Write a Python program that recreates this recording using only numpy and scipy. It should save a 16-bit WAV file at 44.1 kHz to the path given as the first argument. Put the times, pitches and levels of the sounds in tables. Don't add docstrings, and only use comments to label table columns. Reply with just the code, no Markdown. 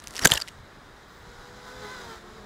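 import sys
import numpy as np
from scipy import signal
from scipy.fft import rfft, irfft, next_fast_len
from scipy.io import wavfile
from scipy.ndimage import uniform_filter1d, map_coordinates

SR = 44100
rng = np.random.default_rng(int(sys.argv[2]) if len(sys.argv) > 2 else 0)


def file_out(sig):
    cols = np.atleast_2d(sig).T
    lim = np.clip(cols, -1, 1)
    pcm = np.round(lim * 32767).astype(np.int16)
    wavfile.write(sys.argv[1], SR, pcm)


def makeup_ratio(level_db):
    decades = np.asarray(level_db, float) / 20
    return 10 ** decades


N = 108045

# (frequency [Hz], level [dB])
AIR_SPECTRUM = [(120, -23.5), (200, -4), (293, -3.5), (577, -7), (643, -7.5), (1260, -6), (2390, -9.5),
                (4970, -25), (15700, -40.5)]
# (frequency [Hz], level [dB])
RUMBLE_SPECTRUM = [(12, -29.5), (20, 8), (118, 1.5), (214, -5), (247, -15.5), (300, -13), (390, -36.5),
                   (660, -120)]
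# (time [s],
# peak level [dB], ring frequency [Hz])
SHARP_TICKS = [(.001, -30.5, 6000), (.022, -36, 5930), (0.0398, -27, 10200), (.042, -29, 9030),
               (0.0725, -19, 5920), (0.0813, -19, 9700), (0.086, -31, 10000), (0.1081, -22, 9400),
               (.125, -35, 9000), (0.1385, -29, 4470), (0.15, -27, 8000), (0.1556, -19, 7500),
               (.161, -25, 6940), (.166, -17.5, 5700), (.1695, -20, 5500), (0.1733, -21, 6000),
               (0.1797, -19, 7600), (0.1798, -23.5, 2020), (0.192, -24.5, 1670), (0.1934, -17.5, 3780),
               (.1934, -22, 11000), (0.211, -31.5, 7040), (.432, -32, 7000), (0.464, -45, 8500),
               (.472, -41, 3500), (.4767, -25.5, 2800), (0.4825, -27.5, 2040), (.4845, -32, 2520),
               (0.4887, -27, 2900), (0.522, -48, 9000), (.552, -51, 7460), (0.0729, -24.5, 11000),
               (.1914, -21.5, 1900), (0.1543, -25.5, 5000), (.2045, -31, 9000), (.3885, -37, 7500),
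               (0.303, -17, 5230), (0.3194, -12, 14420), (.3764, -21, 13900), (0.4023, -24, 6500),
               (.4058, -27, 4860), (.3642, -32, 10500), (0.3102, -27, 7200)]
# (time [s], level [dB])
SLIDE_LEVEL = [(0, -59.5), (.14, -45.5), (.16, -44), (.208, -43.5), (.22, -32), (.262, -28.5),
               (.288, -37.5), (.33, -25.5), (.365, -36), (.39, -40), (.435, -51), (.6, -66)]
# (frequency [Hz], level [dB])
LITTER_SPECTRUM = [(120, -36.5), (200, 1.5), (547, 2), (1760, 3), (1900, 6.5), (2400, -13), (2890, -3.5),
                   (5370, -3.5), (11000, -13), (15900, -21.5)]
# (frequency [Hz], level [dB])
CRACK_SPECTRUM = [(400, -26.5), (900, -6), (1700, -3), (3200, 3), (7300, -1), (12000, -9), (15000, -23.5),
                  (16600, -27.5)]
# (time [s], blade rate [Hz], hiss level [dB], blade tone level [dB], overtone level [dB])
FRONT_PASS = [(0, 475, -59.5, -76.5, -78.5), (.9, 468.7, -58.5, -75, -73.5),
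              (1.25, 478.5, -53, -59.5, -62.5), (1.45, 485.4, -51.5, -57, -59),
              (1.62, 497.3, -50, -57.5, -61), (1.68, 505.2, -45.5, -56, -55.5),
              (1.76, 507.8, -46.5, -51, -53), (1.82, 502.4, -44.5, -50, -54),
              (1.88, 500.9, -45.5, -65, -45.5), (1.94, 510, -43, -55.5, -45.5),
              (2.0, 485.2, -45, -53.5, -51.5), (2.07, 466.4, -45, -51.5, -51.5),
              (2.125, 446.2, -45.5, -49, -48), (2.17, 444, -49, -61.5, -60), (2.22, 441.6, -55, -62, -69),
              (2.32, 442, -53.5, -58, -61), (2.45, 450, -52, -55, -65.5)]
# (time [s], blade rate [Hz], level [dB])
REAR_PASS = [(.9, 395, -71.5), (1.4, 406.2, -62.5), (1.65, 413.5, -57.5), (1.77, 419.5, -54),
             (1.86, 418.3, -45.5), (1.9, 415.5, -53), (1.96, 406.8, -52), (2.07, 368.1, -55),
             (2.22, 349.7, -56.5), (2.33, 368.6, -56.5), (2.45, 373, -57)]
# (time [s], blade rate [Hz], level [dB])
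TURNING_AWAY = [
    (1.95, 430, -83),
    (2.12, 432.2, -64),
    (2.3, 423.4, -57),
    (2.45, 404.4, -53.5),
]
# (multiple of blade rate [1], level [dB])
BLADE_PARTIALS = [(.5, -11), (1, 0)]
# (multiple of blade rate [1], level [dB])
FRONT_OVERTONES = [(2, -3), (3, 0), (4, -7.5), (5, -13.5), (7, -12), (8, -14)]
# (multiple of blade rate [1], level [dB])
REAR_PARTIALS = [(.5, -8), (1, -1.5), (2, -8), (3, -5), (4, -14), (5, -12)]
# (multiple of blade rate [1], level [dB])
TURNING_PARTIALS = [(.5, -2.5), (1, -2), (1.5, -7.5), (3, -14.5)]
# (frequency [Hz], level [dB])
ROTOR_SPECTRUM = [(170, -46), (280, -8), (1600, -3.5), (2300, -9), (4000, -13), (7600, -18.5), (8600, -25),
                  (15700, -33)]
# (time [s], peak level [dB], frequency [Hz])
SOIL_THUDS = [(0.039, -42, 149), (0.221, -25, 64.4), (.249, -17, 791), (0.246, -19.5, 201),
              (0.2535, -14, 342), (.2535, -6, 695), (0.256, -13.5, 130), (0.2587, -12.5, 259.6),
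              (.259, -17, 420), (.274, -17.5, 536), (0.306, -24, 344), (0.318, -16, 131),
              (.321, -17.5, 670), (0.331, -20, 790), (0.338, -27, 70), (0.354, -27, 70),
              (0.353, -23.5, 560)]
# (frequency [Hz], level [dB])
LEAK_TONES = [(14826, -78), (15499, -82)]
# (time [s], length [s], level [dB])
LEAK_BURSTS = [
    (.066, .175, 0),
    (1.074, 0.16, 2),
    (2.065, .09, 4),
]
# (time of peak [s], peak level [dB], ring frequency [Hz], contact time [s])
FRAME_BLOWS = [(.2172, -27, 1990, .0007), (.223, -24.5, 5600, 0.0027), (.232, -25, 1900, 0.0006),
               (.2372, -20, 4910, 0.0013), (.2452, -22, 10060, 0.00033), (.2468, -13.5, 1954, .001),
               (.2488, -10, 1925, 0.0014), (.2508, -3.5, 7180, .0006), (.2510, -5, 4855, .0007),
               (.2509, -11.5, 9530, .0005), (.2508, -11.5, 13800, 0.00058), (.2536, -17, 11980, 0.00067),
               (.2538, -11.5, 14170, 0.00042), (.2552, -0.5, 1612, .0011), (.2566, -2.5, 6160, .0007),
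               (.2566, -7, 9940, 0.00087), (.2568, -10, 11570, .0006), (.2592, -8, 1650, 0.0011),
               (.2729, -5, 7380, .0005), (.2729, -15, 13700, 0.00038), (.2767, -15, 7400, 0.00069),
               (.2766, -20.5, 12500, .0005), (.2942, -27, 1210, .001), (.2965, -32, 2700, 0.0011),
               (.3023, -15, 1700, 0.0005), (.3127, -20, 10900, .0007), (.3136, -15, 7480, 0.00098),
               (.3158, -18, 3830, 0.0007), (.319, -14, 8860, .0004), (.3196, 0.5, 3200, 0.0008),
               (.3275, -20.5, 1800, .0015), (.3352, -21, 1000, 0.00094), (.336, -20, 3600, .001),
               (.3383, -12.5, 7350, 0.00045), (.3384, -15, 12000, 0.00044), (.3482, -29.5, 12500, 0.0005),
               (.351, -23.5, 5000, 0.00081), (.355, -16, 3200, .0006), (.3567, -23, 7400, 0.00062),
               (.3598, -18, 4000, 0.00071), (.369, -27.5, 1710, .0012), (.3738, -16, 2880, 0.0008),
               (.3762, -19.5, 2850, .001), (.3763, -21.5, 5900, .0007), (.3785, -20.5, 1710, .0015),
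               (.4021, -26, 4930, 0.00084), (.4148, -21.5, 4900, 0.001), (.4174, -29, 4800, .0006),
               (.4194, -16, 4610, 0.001), (.4214, -23, 4720, 0.00077)]
# (frequency [Hz], level [dB], T60 [s])
FRAME_MODES = [(1650, -8.5, 0.019), (1954, -12, .025), (3200, -20, .015), (4900, -9, 0.022),
               (7400, -12.5, 0.023), (12000, -16.5, .015)]
# (frequency [Hz], width [Hz], level [dB])
CASE_RESONANCES = [(2594, 500, -8.5), (3910, 280, 4), (4970, 160, 5), (6740, 580, 0.5)]


def unit(x):
    return x / np.sqrt(np.mean(x ** 2) + 1e-20)


def curves(rows):
    times, *columns = np.transpose(rows)
    return [np.interp(np.arange(N) / SR, times, column) for column in columns]


def wobble(rate):
    knots = rng.standard_normal(int(N * rate / SR) + 4)
    return map_coordinates(knots, [np.arange(N) * rate / SR])


def coloured(x, points):
    size = next_fast_len(N + 8192)
    hz, db = np.transpose(points)
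    bins = np.fft.rfftfreq(size, 1 / SR)
    gain = makeup_ratio(np.interp(np.log(bins + 1), np.log(hz + 1), db))
    return irfft(rfft(x, size) * gain, size)[:N]


def rush(points, patchy_db):
    z = signal.stft(rng.standard_normal(N + 512), nperseg=512)[2]
    field = uniform_filter1d(rng.standard_normal(z.shape), 5, 0)
    field = unit(uniform_filter1d(field, 10, 1))
    patchy = signal.istft(z * makeup_ratio(patchy_db * field), nperseg=512)[1][:N]
    return unit(coloured(patchy, points))


def outdoors():
    air_db = -51.5 + 0.79 * wobble(8)
    air = makeup_ratio(air_db) * rush(AIR_SPECTRUM, patchy_db=0.5)
    gust_s, gust_length_s, gust_db = 1.81, 0.094, 4.5
    t = np.arange(N) / SR
    gust = gust_db * np.exp(-((t - gust_s) / gust_length_s) ** 2)
    rumble_db = -52.5 + gust + 1.4 * wobble(10)
    return air + makeup_ratio(rumble_db) * rush(RUMBLE_SPECTRUM, patchy_db=1.5)


def swell(u):
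    return (u * np.exp(1 - u)) ** 1.11


def contacts(rows, ring_db, crack_db, crack_share):
    spread, snap_size, snap_s = 0.12, 0.3, 0.00016
    mode_rank = np.arange(4)[:, None]
    mode_gain = np.array([[1], [.25], [.15], [.12]])
    out = np.zeros(N + SR)
    t = np.arange(SR // 20) / SR
    grit = unit(coloured(rng.standard_normal(N), CRACK_SPECTRUM))
    snap = snap_size * swell(t / snap_s)
    for s, db, hz, length in rows:
        start = max(round((s - length) * SR), 0)
        detune, phase = rng.uniform(-0.88, 1, (2, 4, 1))
        mode_hz = hz * (1 + spread * detune * mode_rank)
        ring = (np.sin(2 * np.pi * mode_hz * t + np.pi * phase) * mode_gain).sum(0)
        crack_swell = swell(t / (crack_share * length)) + snap
        crack = makeup_ratio(crack_db) * crack_swell * grit[start:start + len(t)]
        hit = makeup_ratio(ring_db) * swell(t / length) * ring + crack
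        out[start:start + len(t)] += makeup_ratio(db) * hit
    return out[:N]


def sharp_ticks():
    t60_s = .0014
    rows = []
    for s, db, hz in SHARP_TICKS:
        rows.append((s, db, hz, t60_s / np.log(1000) * (6000 / hz) ** 1.3))
    return contacts(rows, ring_db=-6.5, crack_db=-13.0, crack_share=1.7)


def litter_slide():
    level_db, = curves(SLIDE_LEVEL + [(.75, -105)])
    grain_db = 2.796 * wobble(1600) + 1.8 * wobble(350)
    return makeup_ratio(level_db) * unit(rush(LITTER_SPECTRUM, patchy_db=3.0) * makeup_ratio(grain_db))


def turns(hz, jitter):
    return 2 * np.pi * np.cumsum(hz * (1 + jitter * wobble(30))) / SR


def propellers(phase, orders, flutter_db):
    out = np.zeros(N)
    for multiple, db in orders:
        level = np.sqrt(2) * makeup_ratio(db + flutter_db * wobble(18))
        out += level * np.sin(multiple * phase + rng.uniform(0, 2 * np.pi))
    return out


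def passing_drone():
    hz, hiss_db, blade_db, over_db = curves(FRONT_PASS)
    hiss = rush(ROTOR_SPECTRUM, patchy_db=.8) * makeup_ratio(wobble(400) + .7 * wobble(15))
    phase = turns(hz, jitter=.004)
    front = makeup_ratio(hiss_db) * hiss
    front += makeup_ratio(blade_db) * propellers(phase, BLADE_PARTIALS, flutter_db=1.6)
    front += makeup_ratio(over_db) * propellers(phase, FRONT_OVERTONES, flutter_db=2.5)
    hz, level_db = curves(REAR_PASS)
    rear = makeup_ratio(level_db) * propellers(turns(hz, jitter=0.0048), REAR_PARTIALS, flutter_db=1.5)
    hz, level_db = curves(TURNING_AWAY)
    third = makeup_ratio(level_db) * propellers(turns(hz, jitter=0.0049), TURNING_PARTIALS, flutter_db=3.0)
    return front + rear + third


def soil_thuds():
    rise_s = 0.00037
    out = np.zeros(N)
    t = np.arange(SR // 10) / SR
    for s, db, hz in SOIL_THUDS:
        push = np.exp(-(170 + 0.42 * hz) * t) * (1 - np.exp(-t / rise_s))
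        out[round(s * SR):][:len(t)] += makeup_ratio(db) * np.sin(2 * np.pi * hz * t) * push
    return out


def electronic_leak():
    t = np.arange(N) / SR
    gate = sum(makeup_ratio(db) * ((t > s) & (t < s + length)) for s, length, db in LEAK_BURSTS)
    tones = sum(np.sqrt(2) * makeup_ratio(db) * np.sin(2 * np.pi * hz * t) for hz, db in LEAK_TONES)
    return uniform_filter1d(gate, size=90) * tones


def frame_ringing(x):
    t = np.arange(SR // 20) / SR
    modes = np.zeros(len(t))
    for hz, db, t60 in FRAME_MODES:
        modes += makeup_ratio(db - 60 * t / t60) * np.sin(2 * np.pi * hz * t) * 14 / (t60 * SR)
    return x + signal.fftconvolve(x, modes)[:N]


def frame_blows():
    return frame_ringing(contacts(FRAME_BLOWS, ring_db=-4.5, crack_db=-11.5, crack_share=0.73))


def scene():
    case_top_hz, frame_top_hz, slope_hz = 15780, 16150, 600
    size = next_fast_len(N + 8192)
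    f = np.fft.rfftfreq(size, 1 / SR)
    case_db = sum(db * np.exp(-((f - hz) / width) ** 2) for hz, width, db in CASE_RESONANCES)
    case = makeup_ratio(case_db) * (f < case_top_hz)
    frame = np.clip((frame_top_hz - f) / slope_hz, 0, 1)
    distant = outdoors() + passing_drone()
    crash = sharp_ticks() + litter_slide() + soil_thuds() + frame_blows()
    far = irfft(rfft(distant, size) * case, size)[:N]
    near = irfft(rfft(crash, size) * frame, size)[:N]
    return (near + far + electronic_leak())[None]


def band_limit(x):
    return signal.sosfilt(signal.butter(12, 16810, fs=SR, output="sos"), x)


def record(dry):
    clip, edge_hz, slope_hz, bass_hz = .7, 16750, 600, 28
    clipped = dry / (1 + np.abs(dry / clip) ** 6) ** (1 / 6)
    f = np.fft.rfftfreq(N, 1 / SR)
    treble_edge = np.clip((edge_hz - f) / slope_hz, 0, 1)
    bass_edge = 1j * f / (bass_hz + 1j * f)
    mix = irfft(rfft(clipped) * treble_edge * bass_edge, N)
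    return band_limit(mix)


dry = scene()
out = record(dry)
file_out(out)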